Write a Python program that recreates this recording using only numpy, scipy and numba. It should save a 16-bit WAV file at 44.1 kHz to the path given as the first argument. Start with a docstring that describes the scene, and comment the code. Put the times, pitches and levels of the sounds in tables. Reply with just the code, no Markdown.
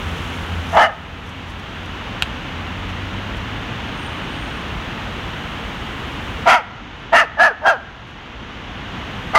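"""Traffic hums on a busy street; then a dog close by on the grass gives the first of six short, harsh barks.
Tyres roar as broadband noise, exhausts swell and fade as harmonic tones, and a far brake sings faintly.
A faint high hiss lies behind. Paws rustle in the leaves, and something snaps once, ringing a hard body.
Each bark is a source and a filter: irregular vocal folds and turbulent breath excite throat and mouth.
The barks overload a small recorder, whose gain control ducks the street and slowly lets it back."""
import sys
import numpy as np
from scipy import signal
from scipy.fft import rfft, irfft, next_fast_len
from scipy.io import wavfile
from scipy.ndimage import uniform_filter1d
from numba import njit

SR = 44100
rng = np.random.default_rng(int(sys.argv[2]) if len(sys.argv) > 2 else 0)


def wav_out(sig):
    """Save sig, one row per channel (or a flat mono array), as 16-bit PCM at SR to the path in sys.argv[1]."""
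    wavfile.write(sys.argv[1], SR, np.round(np.clip(np.atleast_2d(sig).T, -1, 1) * 32767).astype(np.int16))


N = 413658
TIME = np.arange(N) / SR

# spectral shapes of the four noises: frequency_hz, relative_density_db
HISS_SPECTRUM = [(3000, -15), (7000, 3), (10000, -3), (12000, -4.5), (15500, -5.5)]
TYRE_SPECTRUM = [(210, -17), (350, 0.5), (520, 0.5), (650, 1), (850, 3.5), (1350, 3), (1850, 1), (2380, -1),
                 (2950, 1), (3490, -4), (4200, -13), (5000, -19.5), (6500, -20.5), (8200, -38.5),
                 (15000, -48)]
RUMBLE_SPECTRUM = [(12, -38), (20, -18), (48, 3), (87, 0.5), (128, -3), (273, -4.5), (409, -16), (500, -15),
                   (650, -40), (1100, -120)]
LEAF_SPECTRUM = [(2000, -19), (6000, 17.5), (8500, 5), (12000, 6), (16000, -57)]
# envelope of the faint high background hiss: time_s, level_db
HISS_ENVELOPE = [(0, -52.5), (2.2, -60.5), (6.4, -55.5), (6.8, -72), (8.5, -69), (9.38, -58)]
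# envelope of the traffic: time_s, level_db
TRAFFIC_ENVELOPE = [(0, -29.5), (.7, -30.5), (1.1, -29), (1.9, -31), (2.6, -31), (4.2, -29.5), (6.3, -30.5),
                    (6.8, -28.5), (8, -32), (9.38, -31.5)]
# engines of passing cars: peak_s, half_length_s, level_db, firing_hz, climb_hz_per_s
PASSING_ENGINES = [(0.76, 0.67, -28, 85.7, 3.5), (3.05, 0.56, -33, 96.44, 19),
                   (5.3, 0.41, -39.5, 85.6, -36), (9.3, 1, -40, 94.4, -17.5)]
# squeals of a far brake: peak_s, half_length_s, level_db
BRAKE_SQUEALS = [(4.047, 0.055, -51.5), (4.44, 0.17, -59)]
# paws in the leaves: peak_s, half_length_s, level_db
PAW_STEPS = [(.2, 0.3, -52), (0.744, 0.06, -49), (1.284, 0.023, -47), (1.496, 0.015, -47),
             (1.595, 0.0036, -46), (1.86, .005, -54), (2.9, .012, -54), (3.37, .012, -53),
             (6.504, 0.02, -33), (7.001, 0.041, -59.5), (8.094, 0.022, -58)]
# a sharp snap and its second crack: start_s, peak_db
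CRACKS = [(2.2229, 1), (2.2323, -17)]
# modes of the body that snaps: centre_hz, width_hz, gain_db
CRACK_MODES = [(850, 480, -1.5), (1450, 430, 7), (2740, 520, 11.5), (3090, 250, 1.5), (3660, 280, 4),
               (8130, 2100, -13.5), (11240, 3200, -35)]
# echoes off trunks and house fronts: delay_s, gain_db
REFLECTIONS = [(.021, -31), (.083, -26)]
# one bark a row: full_voice_s, attack_s, hold_s, release_s, level_db, pitch_hz, mid_hold_pitch_hz,
# roughness_ratio, mouth_opening_s, brightness_db
BARK_GESTURES = [(0.774, 0.048, 0.076, 0.064, -1.5, 780, 682, .74, 0.058, 0.5),
                 (6.477, .022, 0.084, 0.057, 0.5, 702.5, 917, 0.71, 0.0078, 3),
                 (7.131, .012, 0.09, 0.0363, 0, 640.5, 900, 0.65, 0.037, 3),
                 (7.398, .030, .078, 0.056, 1, 621.8, 857.6, 0.6, .004, 5),
                 (7.655, .042, .058, .058, -1.5, 660.3, 803.3, 0.52, 0.031, 4),
                 (9.352, 0.019, 0.09, .06, -6.5, 696, 643, 0.68, 0.0062, 8)]
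# throat and mouth resonances, one list a bark: centre_hz, width_hz, gain_db
BARK_FORMANTS = [
    [(684, 98, 1), (801, 125, 1), (1250, 78, 1.5), (1686, 220, -1), (2007, 67, -7), (2910, 100, -7)],
    [(710, 117, 3.5), (950, 14.3, 12), (1338, 190, 0.5), (1980, 440, -7), (2404, 240, -21), (3150, 66, -13)],
    [(653, 60, 2.5), (884, 120, 0), (1260, 260, -2), (1756, 174, 1), (2690, 160, -10.5), (2770, 54, -16)],
    [(684, 94, 10), (868, 72, 6.5), (1292, 130, 2.5), (1679, 79, 10), (2540, 310, -14.5), (2890, 66, -16)],
    [(670, 80, 5.5), (773, 220, 5), (1350, 160, 2.5), (1584, 55, 9), (2650, 59, -12), (3167, 24, -9)],
    [(726, 290, 11.5), (985, 310, -24), (1180, 120, 11), (1465, 57, 6), (2025, 90, 4), (2780, 450, -16.5)],
]
# a low band near 230 Hz and a harsh upper edge common to all barks: centre_hz, width_hz, gain_db
LOW_BAND_AND_EDGE = [(229, 36, -17), (4100, 1170, -30), (5830, 280, -32), (9200, 1800, -41)]


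def from_db(db):
    """Decibels to amplitude ratio."""
    return 10 ** (np.asarray(db) / 20)


def unit_rms(x):
    """Normalisation to unit power."""
    return x / np.sqrt(np.mean(x ** 2) + 1e-20)


def butter(x, hz, kind, order=2):
    """Butterworth filter, maximally flat in its passband."""
    return signal.sosfilt(signal.butter(order, hz, kind, fs=SR, output="sos"), x)


def drift(rate_hz, size=N):
    """Random modulation: linear interpolation between Gaussian values drawn at rate_hz."""
    place = np.arange(size) * rate_hz / SR
    knots = rng.standard_normal(size // 20)
    return np.interp(place, np.arange(len(knots)), knots)


def swell(peak_s, half_length_s, level_db):
    """Gaussian envelope with standard deviation half_length_s."""
    return from_db(level_db) * np.exp(-((TIME - peak_s) / half_length_s) ** 2 / 2)


def coloured_noise(spectrum):
    """Spectral shaping of white noise, at unit power."""
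    hz, db = np.transpose(spectrum)
    size = next_fast_len(N)
    bins_hz = np.maximum(np.fft.rfftfreq(size, 1 / SR), 1)
    gain = from_db(np.interp(np.log(bins_hz), np.log(hz), db))
    return unit_rms(irfft(rfft(rng.standard_normal(size)) * gain, size)[:N])


@njit
def resonator(x, w, r):
    """Damped two-pole oscillator with pole radius r and a moving centre w in radians a sample."""
    y = np.zeros(len(x))
    for i in range(2, len(x)):
        y[i] = (1 - r * r) / 2 * (x[i] - x[i - 2]) + 2 * r * np.cos(w[i]) * y[i - 1] - r * r * y[i - 2]
    return y


def resonate(x, modes, shift=1, tilt_db_per_octave=0):
    """Superposition of modes, each filtered twice for steep skirts; shift scales their centres."""
    out = 0
    for hz, width_hz, db in modes:
        r = np.exp(-np.pi * width_hz * np.sqrt(2) / SR)
        w = 2 * np.pi * hz * shift / SR * np.ones(len(x))
        octaves = np.clip(np.log2(hz / modes[0][0]), 0, 1.5)
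        out += from_db(db + tilt_db_per_octave * octaves) * resonator(resonator(x, w, r), w, r)
    return out


def background_hiss():
    """Shaped noise: a faint high hiss that drops away around the run of barks and slowly returns."""
    return from_db(np.interp(TIME, *np.transpose(HISS_ENVELOPE))) * coloured_noise(HISS_SPECTRUM)


def traffic(waver_db=0.5):
    """Incoherent sources add up to noise: tyre roar over the rumble of many engines."""
    street_db = np.interp(TIME, *np.transpose(TRAFFIC_ENVELOPE))
    rumble = from_db(waver_db * drift(11)) * coloured_noise(RUMBLE_SPECTRUM)
    return from_db(street_db) * (coloured_noise(TYRE_SPECTRUM) + rumble)


def engine(peak_s, half_length_s, level_db, firing_hz, climb_hz_per_s, overtone_db=-10, throb_db=4.0):
    """Periodic exhaust pulses radiate harmonics of the firing rate; the lowest three are heard."""
    hz = (firing_hz + climb_hz_per_s * (TIME - peak_s)) * (1 + 0.0189 * drift(15))
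    phase = 2 * np.pi * np.cumsum(hz) / SR
    orders = sum(from_db(overtone_db * k + throb_db * drift(15)) * np.sin((k + 1) * phase)
                 for k in range(3))
    return swell(peak_s, half_length_s, level_db) * unit_rms(orders)


def brake(pitch_hz=8730, wander_hz=45, shiver_hz=110):
    """Random amplitude modulation spreads a tone into a thin, unsteady squeal."""
    phase = 2 * np.pi * np.cumsum(pitch_hz + wander_hz * drift(9)) / SR
    shiver = unit_rms(butter(rng.standard_normal(N), shiver_hz, "low"))
    return sum(swell(*row) for row in BRAKE_SQUEALS) * np.sqrt(2) * shiver * np.sin(phase)


def paws(grain_db=4.5):
    """Each step brushes the leaves into fine crackle: noise under fast amplitude modulation."""
    crackle = unit_rms(coloured_noise(LEAF_SPECTRUM) * from_db(grain_db * drift(400)))
    return sum(swell(*row) for row in PAW_STEPS) * crackle


def snap(splinter_gap_s=0.0027, splinter_db=-16.5):
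    """Impulse response: each crack and its three weaker splinters ring a small hard body."""
    ring = resonate(signal.unit_impulse(1000, 2), CRACK_MODES)
    ring /= np.abs(ring).max()
    splinters = [(start_s + splinter_gap_s * (k + 1 + rng.uniform(-0.33, 0.34)), db + splinter_db)
                 for start_s, db in CRACKS for k in range(3)]
    out = np.zeros(N)
    for start_s, db in CRACKS + splinters:
        start = int(start_s * SR)
        out[start:start + len(ring)] += from_db(db) * ring
    return out


def outdoors(x, near_db=-17, near_t60_s=0.19, far_db=-23, far_t60_s=1.0):
    """Reflection: bright, short scatter from leaves and trunks; dull echoes and a tail from the street."""
    t = TIME[:SR]
    near, far = rng.standard_normal((2, SR))
    near *= from_db(-60 * t / near_t60_s) * (t > 0.004)
    near = butter(near, 2600, "high", order=1) * from_db(near_db) / np.linalg.norm(near)
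    far *= from_db(-60 * t / far_t60_s) * (1 - np.exp(-t / 0.034))
    far = butter(far, 600, "high") * from_db(far_db) / np.linalg.norm(far)
    for delay_s, db in REFLECTIONS:
        far[int(delay_s * SR)] += from_db(db)
    return x + signal.fftconvolve(x, near + butter(far, 2800, "low"))[:N]


def vocal_folds(pitch_hz, roughness, jitter=0.042, subharmonic=1.66, flutter=0.77, rasp=4.5):
    """Irregular oscillation: ten harmonics, with sidebands and turbulence that grow with roughness."""
    size = len(pitch_hz)
    phase = 2 * np.pi * np.cumsum(pitch_hz * (1 + jitter * roughness * drift(345.8, size))) / SR
    pulses = unit_rms(sum(np.cos(k * phase) / k ** 0.054 for k in range(1, 11)))
    # strong and weak cycles alternate or come at random, filling the gaps between the harmonics
    alternation = subharmonic * np.cos(phase / 2 + drift(50.6, size))
    pulses *= 1 + roughness * (alternation + flutter * drift(694, size))
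    turbulence = unit_rms(rng.standard_normal(size) * (1 + np.cos(phase)))   # one puff a cycle
    return (1 - np.clip(roughness, 0, 1) ** 2) * pulses + rasp * roughness ** 2 * turbulence


def formant_filter(source, formants, jaw, mouth_db):
    """Resonance: a wide mouth raises the formants and lets out the upper ones; a low band and a harsh edge are
    added."""
    low = resonate(source, formants[:2], shift=jaw ** 0.89)
    high = resonate(source, formants[2:] + LOW_BAND_AND_EDGE, shift=jaw ** 0.39,
                    tilt_db_per_octave=0.72 * mouth_db)
    return low + from_db(mouth_db) * high


def bark(gesture, formants, scoop_octaves=0.1474, drop_octaves=0.65, jaw_octaves=0.096,
         swell_db=3.5, edge_db=-21.5, shut_db=-12.5, closing_db=-3.5, relax_s=0.035):
    """Source-filter voice: one push of the chest moves pitch, roughness, mouth and level together."""
    voice_s, attack_s, hold_s, release_s, level_db, hz, mid_hz, rough, opening_s, bright_db = gesture
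    span = (TIME >= voice_s - attack_s) & (TIME <= voice_s + hold_s + release_s)
    t = TIME[span] - voice_s
    onset = np.clip(-t / attack_s, 0, 1)   # 1 to 0 through the attack
    arch = np.sin(np.pi * np.clip(t / hold_s, 0, 1))   # effort peaks in mid hold
    ending = np.clip((t - hold_s) / release_s, 0, 1)   # 0 to 1 through the release

    pitch_hz = (hz + (mid_hz - hz) * arch ** 2) * 2 ** (-scoop_octaves * onset - drop_octaves * ending)
    relaxed = np.clip((t - hold_s + relax_s) / (2 * relax_s), 0, 1)
    roughness = rough * (1 + 0.21 * arch - 0.45 * relaxed)   # strain roughens, relaxing clears
    source = vocal_folds(pitch_hz, roughness)

    shut = np.clip((opening_s - t) / (opening_s + attack_s), 0, 1)
    mouth_db = bright_db + shut_db * shut + closing_db * ending
    jaw = 2 ** (jaw_octaves * arch ** 2) * np.minimum(pitch_hz / 590, 1)   # closes as the pitch sinks
    voice = formant_filter(source, formants, jaw, mouth_db)
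    voice /= np.sqrt(uniform_filter1d(voice ** 2, size=300) + 1e-12)   # the envelope alone sets the level

    # powers under 1: the voice breaks in late and drops off early
    envelope_db = level_db + swell_db * arch + edge_db * (onset ** 0.59 + ending ** 0.92)
    out = np.zeros(N)
    out[span] = from_db(envelope_db) * voice * signal.windows.tukey(len(t), 0.06)
    return out


def scene():
    """Superposition of the dog close by and the street and faint hiss behind it."""
    dog = sum(bark(gesture, formants) for gesture, formants in zip(BARK_GESTURES, BARK_FORMANTS))
    background = traffic() + background_hiss() + sum(engine(*row) for row in PASSING_ENGINES) + brake()
    return np.array([outdoors(dog + snap()) + paws() + background])


def gain_control(x, limit_db=-7.0, release_db_per_s=8.0, attack_s=0.0005):
    """Limiting: power above the limit pulls the gain down at once; it creeps back at a steady rate."""
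    power = signal.lfilter(np.ones(256) / 256, [1], x ** 2)
    excess_db = np.maximum(10 * np.log10(power + 1e-12) - limit_db, 0)
    recovery_db = release_db_per_s * TIME
    held_db = np.maximum.accumulate(excess_db + recovery_db) - recovery_db
    pole = np.exp(-1 / (attack_s * SR))
    return x * from_db(-signal.lfilter([1 - pole], [1, -pole], held_db))


def record(dry, ceiling=0.71, knee=5.4, cutoff_hz=15800):
    """Saturation rounds the peaks that pass the gain control; a steep low-pass cuts the top."""
    x = gain_control(dry[0])
    x = x / (1 + np.abs(x / ceiling) ** knee) ** (1 / knee)
    return signal.sosfilt(signal.ellip(10, 0.1, 80, cutoff_hz, fs=SR, output="sos"), x)[None]


dry = scene()
out = record(dry)
wav_out(out)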